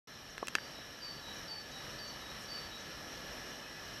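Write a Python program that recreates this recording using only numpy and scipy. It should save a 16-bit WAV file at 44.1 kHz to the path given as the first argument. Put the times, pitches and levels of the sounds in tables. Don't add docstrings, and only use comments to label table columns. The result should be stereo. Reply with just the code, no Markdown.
import sys
import numpy as np
from scipy import signal
from scipy.io import wavfile
from scipy.ndimage import uniform_filter1d

SR = 44100
rng = np.random.default_rng(int(sys.argv[2]) if len(sys.argv) > 2 else 0)


def gain_from_db(level_db):
    decades = np.asarray(level_db, float) / 20
    return 10 ** decades


def waveform_to_disk(signal):
    frames = np.transpose(np.atleast_2d(signal))
    scaled = np.clip(frames, -1, 1) * 32767
    samples = np.round(scaled).astype(np.int16)
    wavfile.write(sys.argv[1], SR, samples)


N = 176400


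def evened(x):
    return x / np.sqrt(np.mean(x ** 2) + 1e-20)


def read(points, hz):
    f, value = np.transpose(points)
    return np.interp(np.log(hz + 1), np.log(f + 1), value)


def slow(count, seconds):
    width = max(int(seconds * SR), 2)
    smooth = uniform_filter1d(rng.standard_normal(count), width)
    return evened(uniform_filter1d(smooth, width))


def add(mix, start_s, sound, pan_db, left_lag_s):
    for channel, (share, at_s) in enumerate([(.5, start_s + left_lag_s), (-.5, start_s)]):
        wave = sound if sound.ndim == 1 else sound[channel]
        place = mix[channel][round(at_s * SR):][:len(wave)]
        place += gain_from_db(share * pan_db) * wave[:len(place)]


WOOD_T60_S, FIRST_ECHO_S = .9, .02


def echoes(x):
    taps = np.zeros((2, SR))
    at = np.arange(0, SR - 40, 40) + rng.integers(0, 40, (2, (SR - 1) // 40))
    np.put_along_axis(taps, at, rng.choice([-1., 1.], at.shape), 1)
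    t = np.arange(SR) / SR
    taps *= gain_from_db(-60 * t / WOOD_T60_S) * (t > FIRST_ECHO_S)
    taps /= np.linalg.norm(taps[0])
    return signal.fftconvolve(x, taps, axes=1)[:, :N]


# (frequency_hz, level_db)
COMMON_SPECTRUM = [(20, -18.0), (46, 2.5), (75, -4.0), (130, 0), (236, -1.5), (400, -4.5), (560, -2.5),
                   (1055, -7.9), (1313, -3.7), (1475, -9.3), (1711, -1.7), (2250, -11.4), (2400, -7.8),
                   (2702, -12.5), (2950, -3.6), (3240, -10.1), (3897, -10.3), (4048, -5.1), (4317, -12.6),
                   (4984, -15.6), (5426, -1.7), (5706, -4.9), (6072, -17.4), (6309, -15.0), (6707, -22.7),
                   (7364, -23.1), (7773, -27.9), (8118, -24.2), (9011, -28.9), (10034, -24.0),
                   (10282, -28.4), (10691, -23.9), (11100, -28.2), (11660, -17.0), (11843, -20.2),
                   (11993, -29.9), (12252, -20.4), (13081, -29.4), (13415, -24.8), (13781, -29.4),
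                   (13985, -26.3), (14276, -34.6), (14416, -54.4), (14513, -70), (16000, -80.0)]
# (frequency_hz, level_db)
OPPOSED_SPECTRUM = [(20, -41), (40, -6), (100, -2), (204, -2), (1335, -8), (1550, -0.5), (1690, -2),
                    (1798, -9), (2260, -4.5), (2390, -10), (2573, -5), (2939, -13.5), (3208, -11),
                    (3380, 1.5), (3897, -19), (4037, -1.5), (4823, -15), (5544, 2.5), (5727, -23),
                    (6136, -9), (7461, -45), (7859, -7), (7978, -22), (8193, -26), (9173, -38), (9474, -24),
                    (9743, -36), (10152, -21), (10960, -19), (11283, -17), (11703, -8.5), (12004, -19),
                    (12284, -12), (12812, -22), (13070, -8), (13285, -26), (13436, -30), (13587, -37),
                    (14071, -36), (14265, -55), (14384, -70), (16000, -80.0)]
# (frequency_hz, left_minus_right_db)
BALANCE = [(60, -4), (99, 1), (160, -2), (270, 0), (450, -1.5), (740, -1), (1220, -1), (2010, -3),
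           (3330, -2.5), (5500, -0.5), (9080, -3), (15000, -5)]
COMMON_DB, OPPOSED_DB = -47.5, -49
PATCHY_DB, SWELL_DB, SWELL_S = .65, 1, .13


def hiss():
    frames, hz = N // 512 + 5, np.fft.rfftfreq(2048, 1 / SR)
    a, b, c, d, patches = rng.standard_normal((frames, 1025, 5)).T
    patches = uniform_filter1d(uniform_filter1d(patches, 20, 0), 8, 1)
    patches = gain_from_db(PATCHY_DB * evened(patches))
    shared = a + 1j * b
    separate = c + 1j * d
    correlation = np.tanh(read(BALANCE, hz) * np.log(10) / 20)[:, None]
    opposed = correlation * shared + np.sqrt(1 - correlation ** 2) * separate
    pair = np.array([shared * gain_from_db(read(COMMON_SPECTRUM, hz))[:, None],
                     opposed * gain_from_db(read(OPPOSED_SPECTRUM, hz))[:, None]])
    mid, wide = signal.istft(pair * patches, nperseg=2048, noverlap=1536)[1][:, :N]
    mid, wide = gain_from_db(COMMON_DB) * evened(mid), gain_from_db(OPPOSED_DB) * evened(wide)
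    return np.array([mid + wide, mid - wide]) * gain_from_db(SWELL_DB * slow(N, SWELL_S))


# (pitch_hz, level_db, left_minus_right_db, linewidth_hz)
WHINE_LINES = [(1721, -62, -8, 6), (2542, -75, 8, 8), (5225, -72, 0, 6), (6289, -75, 5, 4),
               (7866, -80, -14, 2), (9835, -86, -12, 3), (14302, -94, 0, 3)]


def whine():
    out, t = np.zeros((2, N)), np.arange(N) / SR
    for hz, db, pan_db, width_hz in WHINE_LINES:
        wander = np.cumsum(rng.standard_normal(N)) * np.sqrt(2 * np.pi * width_hz / SR)
        level = gain_from_db(db + 0.5 * slow(N, 0.051)) * np.sqrt(2)
        add(out, 0, level * np.sin(2 * np.pi * hz * t + wander), pan_db, 0)
    return out


# (start_s, level_db, landing_pitch_hz)
WARBLER_CHIPS = [(.296, -58, 5800), (.642, -62, 4050), (1.356, -55.5, 5800), (1.708, -57.5, 4050),
                 (2.074, -55, 5800), (2.428, -62, 4050), (2.797, -57.5, 5800), (3.143, -60, 4050),
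                 (3.50, -58, 5800), (3.848, -60, 4050)]
CHIP_TOP_HZ, CHIP_DROP_HZ_PER_S, CHIP_HOLD_S, CHIP_HOOK_HZ = 7050, 85000, .035, 120
CHIP_RISE_S, CHIP_PAN_DB, CHIP_LEFT_LAG_S = .006, -1.5, -.00004
GROUND_S, GROUND_DB, CHIP_WET_DB = .006, -3, -6


def warbler():
    out = np.zeros((2, N))
    for start_s, db, hz in WARBLER_CHIPS:
        drop_s = (CHIP_TOP_HZ - hz) / CHIP_DROP_HZ_PER_S
        t = np.arange(0, drop_s + CHIP_HOLD_S, 1 / SR)
        plunge = CHIP_TOP_HZ - CHIP_DROP_HZ_PER_S * t
        landing = hz + CHIP_HOOK_HZ * ((t - drop_s) / CHIP_HOLD_S) ** 3
        pitch = uniform_filter1d(np.maximum(plunge, landing), 200, mode="nearest")
        shape = np.clip(np.minimum(t / CHIP_RISE_S, (t[-1] - t) / CHIP_HOLD_S), 0, 1)
        chip = gain_from_db(db) * shape * np.sqrt(2) * np.sin(2 * np.pi * np.cumsum(pitch) / SR)
        add(out, start_s, chip, CHIP_PAN_DB, CHIP_LEFT_LAG_S)
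        add(out, start_s + GROUND_S, gain_from_db(GROUND_DB) * chip, CHIP_PAN_DB, CHIP_LEFT_LAG_S)
    return out + gain_from_db(CHIP_WET_DB) * echoes(out)


# (start_s, peak_db, left_minus_right_db, strongest_hz, spread_octaves)
CASE_CLICKS = [(0.3799, -24.5, -10, 1900, 1.3), (0.428, -24.5, -8.5, 500, 0.6),
               (0.4296, -30, -8.5, 1090, .25), (0.4712, -31, -8.5, 6300, 1.2),
               (0.472, -27, -8.5, 2750, .35), (0.4826, -25, -14, 3400, 1.6), (0.4842, -31, -14, 4500, 1.5),
               (0.55255, -12.5, -10, 3500, .9), (0.55315, -13.5, -10, 1700, .3),
               (0.5553, -27, -2, 1300, .9), (0.5847, -27, -11, 1760, 0.3), (.698, -43, 1, 814, 0.54),
               (0.7884, -39, 1, 600, 0.41), (0.89, -43, 4, 910, 0.7)]
# (frequency_hz, level_db, t60_s)
CASE_MODES = [(300, -11, .009), (450, -1, .009), (650, -3, .010), (1090, -7, .022), (1400, -4, .007),
              (1700, 0, .010), (2080, -2, .009), (2680, 0, .010), (3200, 0, .006), (3800, -3, .005),
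              (4650, -1, .005), (6300, 2, .0045), (7600, 1, .004), (9800, 3, .0035), (12500, -1, .003),
              (15000, -2, .0025)]
COLOUR_FALL_DB = 11.5
CONTACT_S, RAGGED, RISE_S, PHASE_SPREAD_RAD = .0009, .1, .0002, .3
RATTLE_DB, RATTLE_T60_S, CASE_LOW_HZ, KNOCK_LEFT_LAG_S = -27, .08, 240, .00014


def knocks():
    out, t = np.zeros((2, N)), np.arange(4000) / SR
    hz, mode_db, t60 = np.transpose(CASE_MODES)[:, :, None]
    low_cut = signal.butter(2, CASE_LOW_HZ, "high", fs=SR, output="sos")
    for start_s, db, pan_db, top_hz, spread in CASE_CLICKS:
        octaves = np.log2(hz / top_hz)
        colour_db = -COLOUR_FALL_DB * np.log1p((octaves / spread) ** 2)
        weight = gain_from_db(mode_db + colour_db - 60 * t / t60)
        phases = rng.uniform(-PHASE_SPREAD_RAD, PHASE_SPREAD_RAD, (2, len(CASE_MODES), 1))
        rings = np.array([(weight * np.sin(2 * np.pi * hz * t + phase)).sum(0) for phase in phases])
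        rings *= np.minimum(t / RISE_S, 1)
        chance, sparse = rng.standard_normal(len(t)), rng.random(len(t))
        rattle = gain_from_db(RATTLE_DB - 60 * t / RATTLE_T60_S) * (sparse < .02)
        contact = RAGGED * (t < CONTACT_S) * (sparse < .15)
        drive = chance * (rattle + contact)
        drive[0] = 1
        sound = signal.fftconvolve(rings, drive[None], axes=1)[:, :len(t)]
        sound = signal.sosfilt(low_cut, sound)
        add(out, start_s, -gain_from_db(db) * sound / abs(sound).max(), pan_db, KNOCK_LEFT_LAG_S)
    return out


# (start_s, first_pitch_hz, last_pitch_hz, left_minus_right_db, left_phase_lead_rad)
SONG_NOTES = [(.54, 4670, 4652, 2, -2.3), (.742, 3875, 3862, 4, 2.7), (1.005, 4780, 4525, 3.5, -2.5),
              (1.22, 3898, 3886, 3, 2.65), (1.478, 4640, 4508, 2.5, -2.45), (1.715, 3862, 3848, -2, 2.1),
              (1.986, 4660, 4510, 3.5, 2.2), (2.208, 3880, 3822, -1, 2.0), (2.478, 4630, 4545, 4, -2.6),
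              (2.708, 3842, 3832, -6, 2.3)]
# (time_s, level_db)
SONG_LEVEL = [(0.548, -51.5), (0.568, -51.7), (0.588, -49.5), (0.608, -51.0), (0.628, -51.0),
              (0.648, -51.5), (0.666, -59.6), (0.75, -49.2), (0.77, -48.4), (0.79, -49.7), (0.81, -52.6),
              (0.83, -55.0), (0.85, -58.1), (0.868, -55.1), (1.011, -46.6), (1.031, -37.8), (1.051, -40.6),
              (1.071, -38.8), (1.091, -38.8), (1.111, -39.0), (1.129, -47.0), (1.228, -48.5),
              (1.248, -44.7), (1.268, -44.8), (1.288, -45.7), (1.308, -44.7), (1.328, -46.0),
              (1.346, -53.3), (1.486, -40.5), (1.506, -36.4), (1.526, -34.9), (1.546, -41.2),
              (1.566, -42.7), (1.586, -38.1), (1.604, -44.8), (1.723, -52.8), (1.743, -51.0),
              (1.763, -47.2), (1.783, -48.3), (1.803, -51.5), (1.823, -55.9), (1.841, -55.0),
              (1.994, -42.6), (2.014, -46.9), (2.034, -43.4), (2.054, -43.7), (2.074, -42.4),
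              (2.094, -46.9), (2.112, -44.3), (2.216, -49.6), (2.236, -51.5), (2.256, -54.6),
              (2.276, -54.1), (2.296, -49.0), (2.316, -49.9), (2.334, -54.1), (2.486, -42.0),
              (2.506, -40.1), (2.526, -40.6), (2.546, -37.4), (2.566, -39.1), (2.586, -37.4),
              (2.604, -42.0), (2.718, -51.7), (2.738, -47.7), (2.758, -47.7), (2.778, -48.1),
              (2.798, -52.7), (2.818, -49.0), (2.836, -53.3)]
NOTE_S, NOTE_RISE_S, NOTE_FALL_S, SLUR_S = .138, .005, .012, .045
WAVER_DB, WAVER_S = 1.8, .008
SLAP_S, SLAP_DB, SONG_WET_DB = .075, -20, -14


def song():
    out, t = np.zeros((2, N)), np.arange(0, NOTE_S, 1 / SR)
    shape = np.clip(np.minimum(t / NOTE_RISE_S, (NOTE_S - t) / NOTE_FALL_S), 0, 1)
    for start_s, first_hz, last_hz, pan_db, lead in SONG_NOTES:
        pitch = last_hz + (first_hz - last_hz) * np.exp(-t / SLUR_S)
        phase = 2 * np.pi * np.cumsum(pitch) / SR
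        waver = np.array([slow(4 * 2048, WAVER_S)[:len(t)] for _ in "lr"])
        curve_db = np.interp(start_s + t, *np.transpose(SONG_LEVEL))
        level = gain_from_db(curve_db + WAVER_DB * waver) * shape * np.sqrt(2)
        add(out, start_s, level * np.sin(phase + [[lead], [0]]), pan_db, 0)
        add(out, start_s + SLAP_S, gain_from_db(SLAP_DB) * level * np.sin(phase), 0, 0)
    return out + gain_from_db(SONG_WET_DB) * echoes(out)


# (start_s, length_s, level_db, pitch_hz)
FAR_HOOTS = [(1.267, 0.047, -58, 930), (1.485, 0.1, -62, 880), (1.756, 0.05, -60, 785),
             (3.624, 0.074, -59, 2560), (3.725, 0.11, -63.5, 2550), (3.651, 0.18, -60.5, 1970)]


def far_tones():
    out = np.zeros((2, N))
    for start_s, length_s, db, hz in FAR_HOOTS:
        t = np.arange(0, length_s, 1 / SR)
        shape = np.sqrt(2 * np.sin(np.pi * t / length_s))
        add(out, start_s, gain_from_db(db) * shape * np.sin(2 * np.pi * hz * t), 1.5, 0)
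    return out


# (centre_s, half_length_s, level_db)
TREBLE_PUFFS = [(1.348, .004, -55), (2.424, 0.034, -54)]
RUSTLE_LOW_HZ, RUSTLE_HIGH_HZ = 5000, 10900


def rustles():
    t = np.arange(N) / SR
    shape = sum(gain_from_db(db) * np.exp(-((t - s) / length) ** 2) for s, length, db in TREBLE_PUFFS)
    band = signal.butter(2, [RUSTLE_LOW_HZ, RUSTLE_HIGH_HZ], "band", fs=SR, output="sos")
    return shape * signal.sosfilt(band, rng.standard_normal((2, N)))


OPEN_S, OPEN_RISE_S, CREEP_DB, CREEP_S = .072, .0017, -7, .77


def scene():
    t = np.arange(N) / SR - OPEN_S
    creep = gain_from_db(CREEP_DB * np.exp(-np.maximum(t, 0) / CREEP_S))
    camera = creep * (hiss() + whine()) + knocks()
    outside = warbler() + song() + far_tones()
    return (camera + outside + rustles()) * np.clip(t / OPEN_RISE_S, 0, 1)


def low_pass(x):
    return signal.sosfilt(signal.butter(12, 16640, fs=SR, output="sos"), x)


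LOW_CUT_HZ, EDGE_HZ = 33, 16300


def record(dry):
    low_cut = signal.butter(4, LOW_CUT_HZ, "high", fs=SR, output="sos")
    band_limit = signal.firwin(255, EDGE_HZ, window=("kaiser", 9), fs=SR)
    mix = signal.sosfilt(low_cut, dry)
    mix = signal.oaconvolve(mix, band_limit[None], "same")
    return low_pass(mix)


dry = scene()
out = record(dry)
waveform_to_disk(out)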